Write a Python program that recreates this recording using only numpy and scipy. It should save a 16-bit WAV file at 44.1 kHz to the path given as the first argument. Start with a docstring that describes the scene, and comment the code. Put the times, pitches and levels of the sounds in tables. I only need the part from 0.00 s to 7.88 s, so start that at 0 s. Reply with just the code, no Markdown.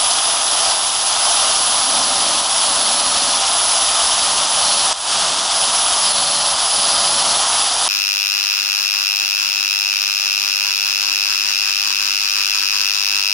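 """A small bandsaw cutting steel

The motor shakes the frame into a roar, and the blade rasps and rings as it slides through its guides.
A thin, wavering whine rides on top. Each time a piece of steel is pushed in by hand, the teeth
hum and the piece rumbles on the table. The level dips briefly a few times."""
import sys
import numpy as np
from scipy import signal
from scipy.fft import rfft, irfft
from scipy.io import wavfile
from scipy.ndimage import uniform_filter1d

SR = 44100
rng = np.random.default_rng(int(sys.argv[2]) if len(sys.argv) > 2 else 0)


def bounce(signal):
    """Save signal as a 16-bit WAV file at the path given by the first command-line argument."""
    frames = np.transpose(np.atleast_2d(signal))
    limited = np.clip(frames, -1, 1)
    pcm = np.round(limited * 32767).astype(np.int16)
    wavfile.write(sys.argv[1], SR, pcm)


N = 347508
TIME = np.arange(N) / SR
FREQS_HZ = np.fft.rfftfreq(N, 1 / SR)

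# Slow rise and fall of the running saw: time_s, change_db
SWELL = [(0, -0.2), (.5, -1), (.66, 1.1), (1.12, -.4), (1.5, 1), (1.72, -.3), (2.25, -.3), (2.42, .3),
         (2.85, -0.7), (3.55, 0.1), (4.1, 0.8), (4.32, -0.3), (4.7, 0.4), (5.55, 0.2), (6.08, -0.4),
         (6.26, -1.5), (6.95, -0.4), (7.88, 0.3)]
# Tone colour of the frame's roar: pitch_hz, relative_db
ROAR_COLOUR = [(20, -31), (45, -15.5), (110, -23.5), (350, -18.5), (480, -15), (560, -8.5), (620, -3.5),
               (685, 1.5), (750, -1.5), (950, 0.5), (1110, -1.5), (1270, 0), (1480, -7), (2300, -17.5),
               (3500, -18)]
# Notes at which the motor, wheels and frame ring: pitch_hz, width_hz, level_db
FRAME_RINGS = [(65, 14, -54), (781, 22, -38.5), (1038, 20, -39.5), (1206, 40, -43), (1555, 22, -48)]
# Loudness of the whine: time_s, level_db
WHINE_LEVEL = [(0, -19.5), (.7, -21.5), (1.05, -20), (1.65, -20), (2.3, -23), (2.65, -20.5), (3.3, -23),
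               (3.65, -19.3), (4.3, -23), (4.72, -21), (5.03, -22.5), (5.18, -28), (5.48, -27),
               (5.57, -20.5), (6.1, -20.5), (6.5, -22), (6.75, -21), (7.88, -22)]
# The whine slips, fading and bending up: time_s, half_length_s, fade_db, bend_hz
WHINE_SLIPS = [(.19, .04, 2, 45), (.4, .025, 3.5, 45), (1.15, .04, 6, 45), (1.46, .025, 3, 55),
               (2.46, .045, 1.5, 75), (3.44, .028, 11, 180), (3.94, .025, 1.5, 95), (4.47, .02, 7, 120),
               (4.93, .038, 10, 150), (5.5, .018, 7, 120), (5.69, .03, 5.5, 95), (6.27, .03, 3.5, 35),
               (6.43, .03, 3, 60), (6.57, .03, 9, 170), (7.24, .02, 3, 70), (7.45, .022, 8, 160),
               (7.71, .025, 4, 55)]
# The whine catches and its pitch sags: time_s, half_length_s, sag_hz
WHINE_CATCHES = [(1.52, .03, 75), (2.66, .13, 45), (3.54, .04, 50), (3.89, .02, 70), (4.03, .04, 75),
                 (4.56, .05, 95), (5.11, .08, 70), (5.63, .035, 125), (6.12, .04, 95), (6.81, .08, 85)]
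# The steel is pushed into the blade: start_s, length_s, pressure (1 is firm), rumble_db
PUSHES = [(1.4, 0.65, 0.53, -41), (1.806, 0.615, 0.82, -35), (2.57, 0.786, 1, -38),
          (4.154, 0.26, 0.66, -39.5), (4.485, 0.32, 1.4, -46), (5.07, 0.31, .55, -36),
          (5.497, 0.17, 0.69, -49), (5.973, 0.51, 1.14, -42), (6.68, 0.64, 0.94, -40)]
# Tone colour of the piece's rumble: pitch_hz, relative_db
RUMBLE_COLOUR = [(40, -13), (110, -2), (200, -4.5), (270, 8.5), (340, 4), (450, 0.5), (560, -14)]
# Boom of the piece held flat, on top of its rumble: pitch_hz, width_hz, relative_db
FLAT_BOOM = [(208, 26, -10.5), (275, 58, -9.5)]
# Its boom once it is turned: pitch_hz, width_hz, relative_db
TURNED_BOOM = [(143.7, 10, -13), (209, 35, -8.5)]
# Teeth ringing in the cut under a firm push: pitch_hz, width_hz, level_db
BITE_RINGS = [(4140, 35, -37.5), (4300, 560, -31), (4387, 22, -36.5), (5500, 700, -33)]
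# Clearer notes the blade adds once the piece is turned: pitch_hz, width_hz, level_db
TURNED_BITE_RINGS = [(3101, 14, -37.5), (4386, 14, -39)]
# Tone colour of the blade's rasp: pitch_hz, relative_db
RASP_COLOUR = [(1200, -27.5), (1900, -15.5), (2250, -14), (2650, -8), (3000, -3), (3550, -2), (4000, -5.5),
               (4550, -4), (4900, -1.5), (5600, -3), (6800, -7.5), (8450, -10.5), (9600, -9), (10450, -15),
               (10700, -18.5)]
# Notes at which the blade rings: pitch_hz, width_hz, level_db
BLADE_RINGS = [(3103, 22, -39), (3357, 22, -41), (3615, 60, -39), (4890, 170, -35.5), (5700, 60, -43),
               (6210, 50, -42), (6715, 25, -48), (7260, 70, -48), (8050, 130, -44), (8930, 250, -43),
               (9320, 90, -43)]
# The blade chafes in the slot: time_s, half_length_s, level_db
CHAFES = [(0.705, .02, -21), (1.245, .025, -25), (2.035, 0.014, -22), (6.065, 0.049, -22),
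          (6.85, 0.38, -25.5)]
# The note that flares up when it chafes: pitch_hz, width_hz, relative_db
CHAFE_RING = [(4940, 260, 0)]
# How much left and right differ at each pitch: pitch_hz, gain_db
WIDTH_COLOUR = [(400, -63), (620, -29.5), (1100, -13.5), (1900, -33.5), (2700, -82), (3200, -74),
                (3900, -16), (4800, -17.5), (6200, -57), (10000, -66.5)]
# Brief dips in the whole sound: start_s, depth_db, hold_s, recovery_s
DIPS = [(.722, 2, 0.3, .06), (2.406, 2, 0.074, .06), (4.93, 9, 0.056, .13), (5.308, 1.5, 0.14, .1),
        (6.122, 1.5, 0.014, 0.028), (7.68, 1.2, 0.1, 0.066)]

RASP_DB, ROAR_DB, IDLE_RUMBLE_DB = -18.5, -22.5, -40.5
GEAR_HZ, GEAR_WAVER_HZ, GEAR_DB = 781, 2.5, -39
WHINE_HZ, WHINE_WANDER_HZ = 10094, 19
TOOTH_HZ, HUM_DB = 574, -37.5
LEAN_IN_S, LET_GO_S, TURN_PIECE_S = 0.15, 0.095, 3.7
DRIVE_HZ, DRIVE_START_S, THROB_DB, UNEVEN_DB = 16.688, .043, .55, .25
WHEEL_HZ, FIRST_SLACK_S, SLACK_HALF_S = 7.281, .091, .014


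def gain_of(db):
    """Turns decibels into a number to multiply a sound by."""
    return 10 ** (np.asarray(db) / 20)


def evened(x):
    """Scales a signal to an average strength (rms) of 1."""
    return x / np.sqrt(np.mean(x ** 2) + 1e-20)


def curve(points):
    """Joins (time, value) points with straight lines."""
    return np.interp(TIME, *np.transpose(points))


def bump(time_s, half_s):
    """A smooth bell of height 1 around a moment."""
    return np.exp(-((TIME - time_s) / half_s) ** 2)


def noise():
    """Plain, even hiss."""
    return rng.standard_normal(N)


def colour(x, points):
    """Makes each pitch louder or softer, following a tone colour table."""
    hz, db = np.transpose(points)
    shape_db = np.interp(np.log(FREQS_HZ + 1), np.log(hz + 1), db)
    return irfft(rfft(x) * gain_of(shape_db), N)


def drift(rate_hz):
    """A random wobble of strength 1, up to about the given speed."""
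    return evened(irfft(rfft(noise()) / (1 + (FREQS_HZ / rate_hz) ** 4), N))


def ringing(notes):
    """Steady random rubbing keeps each note of the metal ringing at its own level."""
    power = np.zeros(len(FREQS_HZ))
    for hz, width_hz, db in notes:
        peak = 1 / (1 + ((FREQS_HZ - hz) / (.7 * width_hz)) ** 2) ** 2
        power += gain_of(db) ** 2 * peak / peak.mean()
    return irfft(rfft(noise()) * np.sqrt(power), N)


def reflections(sound):
    """The sound bounces around the workshop and quickly fades."""
    lag_s = np.arange(SR // 25) / SR
    bounces = rng.standard_normal(len(lag_s)) * (lag_s > .008) * np.exp(-lag_s / .02)
    return signal.fftconvolve(sound, bounces / np.linalg.norm(bounces))[:N]


def level_dips():
    """A change in decibels: each dip falls at once, holds, and comes back."""
    return sum(curve([(s - .001, 0), (s + .001, -db), (s + hold_s, -db), (s + hold_s + back_s, 0)])
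               for s, db, hold_s, back_s in DIPS)


def frame(roar_db):
    """Motor and gears shake the housing: a broad roar with a few tones."""
    roar = evened(colour(noise(), ROAR_COLOUR)) * gain_of(.5 * drift(60))
    gear_turns = np.cumsum(GEAR_HZ + GEAR_WAVER_HZ * drift(8)) / SR
    gear = gain_of(GEAR_DB) * evened(np.sin(2 * np.pi * gear_turns))
    tones = gain_of(roar_db - np.median(roar_db)) * (ringing(FRAME_RINGS) + gear)
    return gain_of(roar_db) * roar + tones


def whine(throb, wobble_hz=12, jitter_hz=23, throb_db=.3, flutter_db=.8, fuzz_db=-12.5):
    """A thin, fuzzy tone that wobbles with the drive, sags under load and now and then slips."""
    sag_hz = sum(depth_hz * bump(s, half_s) for s, half_s, depth_hz in WHINE_CATCHES)
    pitch_hz = WHINE_HZ + WHINE_WANDER_HZ * drift(9.87) - sag_hz
    level_db = curve(WHINE_LEVEL) - 0.0014 * sag_hz
    for s, half_s, fade_db, bend_hz in WHINE_SLIPS:
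        slip = bump(s, half_s)
        pitch_hz += bend_hz * slip
        level_db -= fade_db * slip
    snags = drift(41.6)
    turns = np.cumsum(pitch_hz - wobble_hz * throb - jitter_hz * snags) / SR
    fuzz = drift(330) + 1j * drift(330)  # a narrow band of hiss around the tone
    tone = np.exp(2j * np.pi * turns) * (1 + gain_of(fuzz_db) * fuzz)
    return gain_of(level_db + throb_db * throb + flutter_db * snags) * evened(tone.real)


def hand_feed():
    """Each push leans in, holds and lets go; gives the pressure and the strength of the rumble."""
    pressure, rumble_gain = np.zeros(N), np.zeros(N)
    for start_s, length_s, firmness, rumble_db in PUSHES:
        lean_in = np.clip((TIME - start_s) / LEAN_IN_S, 0, 1)
        push = lean_in * np.clip(1 - (TIME - start_s - length_s) / LET_GO_S, 0, 1)
        pressure = np.maximum(pressure, firmness * push)
        rumble_gain = np.maximum(rumble_gain, gain_of(rumble_db) * push)
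    return pressure, np.hypot(rumble_gain, gain_of(IDLE_RUMBLE_DB))


def cut():
    """Under pressure the teeth hum and ring in the steel, and the piece booms on the table."""
    pressure, rumble_gain = hand_feed()
    turned = np.clip((TIME - TURN_PIECE_S) / .2, 0, 1)  # 0 held flat, 1 once turned
    teeth_passed = np.cumsum(TOOTH_HZ + 6 * drift(11.5)) / SR
    dug_in = np.clip((pressure - .3) / 0.42, 0, 1)  # a light touch makes no hum
    hum = gain_of(HUM_DB) * dug_in * evened(np.sin(2 * np.pi * teeth_passed))
    bite = pressure * ringing(BITE_RINGS) + turned * np.sqrt(pressure) * ringing(TURNED_BITE_RINGS)
    boom = (1 - turned) * ringing(FLAT_BOOM) + turned * ringing(TURNED_BOOM)
    rumble = gain_of(-4) * evened(colour(noise(), RUMBLE_COLOUR))
    return hum + bite + rumble_gain * (rumble + np.sqrt(np.minimum(pressure, 1)) * boom)


def scraping(snaps_per_s=1500, size_db=3.0, snap_share=0.15):
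    """Smooth rubbing hiss plus tiny snaps of teeth and chips, a few of them larger."""
    sizes = gain_of(size_db * np.minimum(rng.exponential(1, N), 3))
    snaps = (rng.random(N) < snaps_per_s / SR) * np.sign(noise()) * sizes
    return np.sqrt(1 - snap_share) * noise() + np.sqrt(snap_share) * evened(snaps)


def shimmer(rasp, depth_db=0.92, rate_hz=67, bands=7):
    """The blade wanders in its guides, so each band of pitches swells and fades on its own."""
    spectrum, centres_hz = rfft(rasp), np.linspace(2500, 9500, bands)
    parts = (irfft(spectrum * np.interp(FREQS_HZ, centres_hz, row), N) for row in np.eye(bands))
    return sum(part * gain_of(depth_db * drift(rate_hz)) for part in parts)


def blade_slack():
    """The blade goes slack once per turn of its wheel: a row of bumps that averages zero."""
    slack = sum(bump(s, SLACK_HALF_S) for s in np.arange(FIRST_SLACK_S, N / SR, 1 / WHEEL_HZ))
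    return slack - slack.mean()


def blade(rasp_db):
    """The blade rasps and rings as it slides through its guides, and now and then chafes."""
    rasp = shimmer(evened(colour(scraping(), RASP_COLOUR)))
    rings = gain_of(rasp_db - np.median(rasp_db)) * ringing(BLADE_RINGS)
    chafe = sum(gain_of(db) * bump(s, half_s) for s, half_s, db in CHAFES)
    return gain_of(rasp_db) * rasp + rings + chafe * ringing(CHAFE_RING)


def scene():
    """The saw sits straight ahead; left and right differ a little, more at some pitches than others."""
    drive_angle = 2 * np.pi * DRIVE_HZ * (TIME - DRIVE_START_S)
    throb = np.sin(drive_angle) - 0.22 * np.sin(2 * drive_angle)  # the load builds and eases each turn
    swell_db, slack = curve(SWELL), blade_slack()
    sway = drift(5.3)  # the whole machine runs a little unevenly
    rasp_db = RASP_DB + swell_db - slack + 0.16 * sway
    roar_db = ROAR_DB + 0.82 * swell_db - .6 * slack + 0.33 * sway
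    saw = blade(rasp_db) * gain_of(THROB_DB * throb + UNEVEN_DB * drift(30))
    saw += frame(roar_db) + cut()
    saw *= gain_of(0.78 * np.sin(2 * np.pi * 187.5 * TIME))  # a faint buzz
    saw += whine(throb)
    width = colour(reflections(saw), WIDTH_COLOUR)
    return np.array([saw + width, saw - width]) * gain_of(level_dips())


def record(dry, threshold_db=-3, recovery_db_per_s=17.1, strength=0.45, top_hz=10750):
    """The volume steps down at loud peaks and creeps back; then the highest treble is cut off."""
    peak_db = 20 * np.log10(abs(dry).max(0) + 1e-9)
    wanted_db = strength * (peak_db - threshold_db)  # take off only part of the excess
    creep_db = TIME * recovery_db_per_s
    down_db = np.maximum(np.maximum.accumulate(wanted_db + creep_db) - creep_db, 0)
    softened = dry / gain_of(uniform_filter1d(down_db, size=40))
    treble_cut = signal.firwin(301, top_hz, window=("kaiser", 9), fs=SR)
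    return signal.oaconvolve(softened, treble_cut[None], "same")


dry = scene()
out = record(dry)
bounce(out)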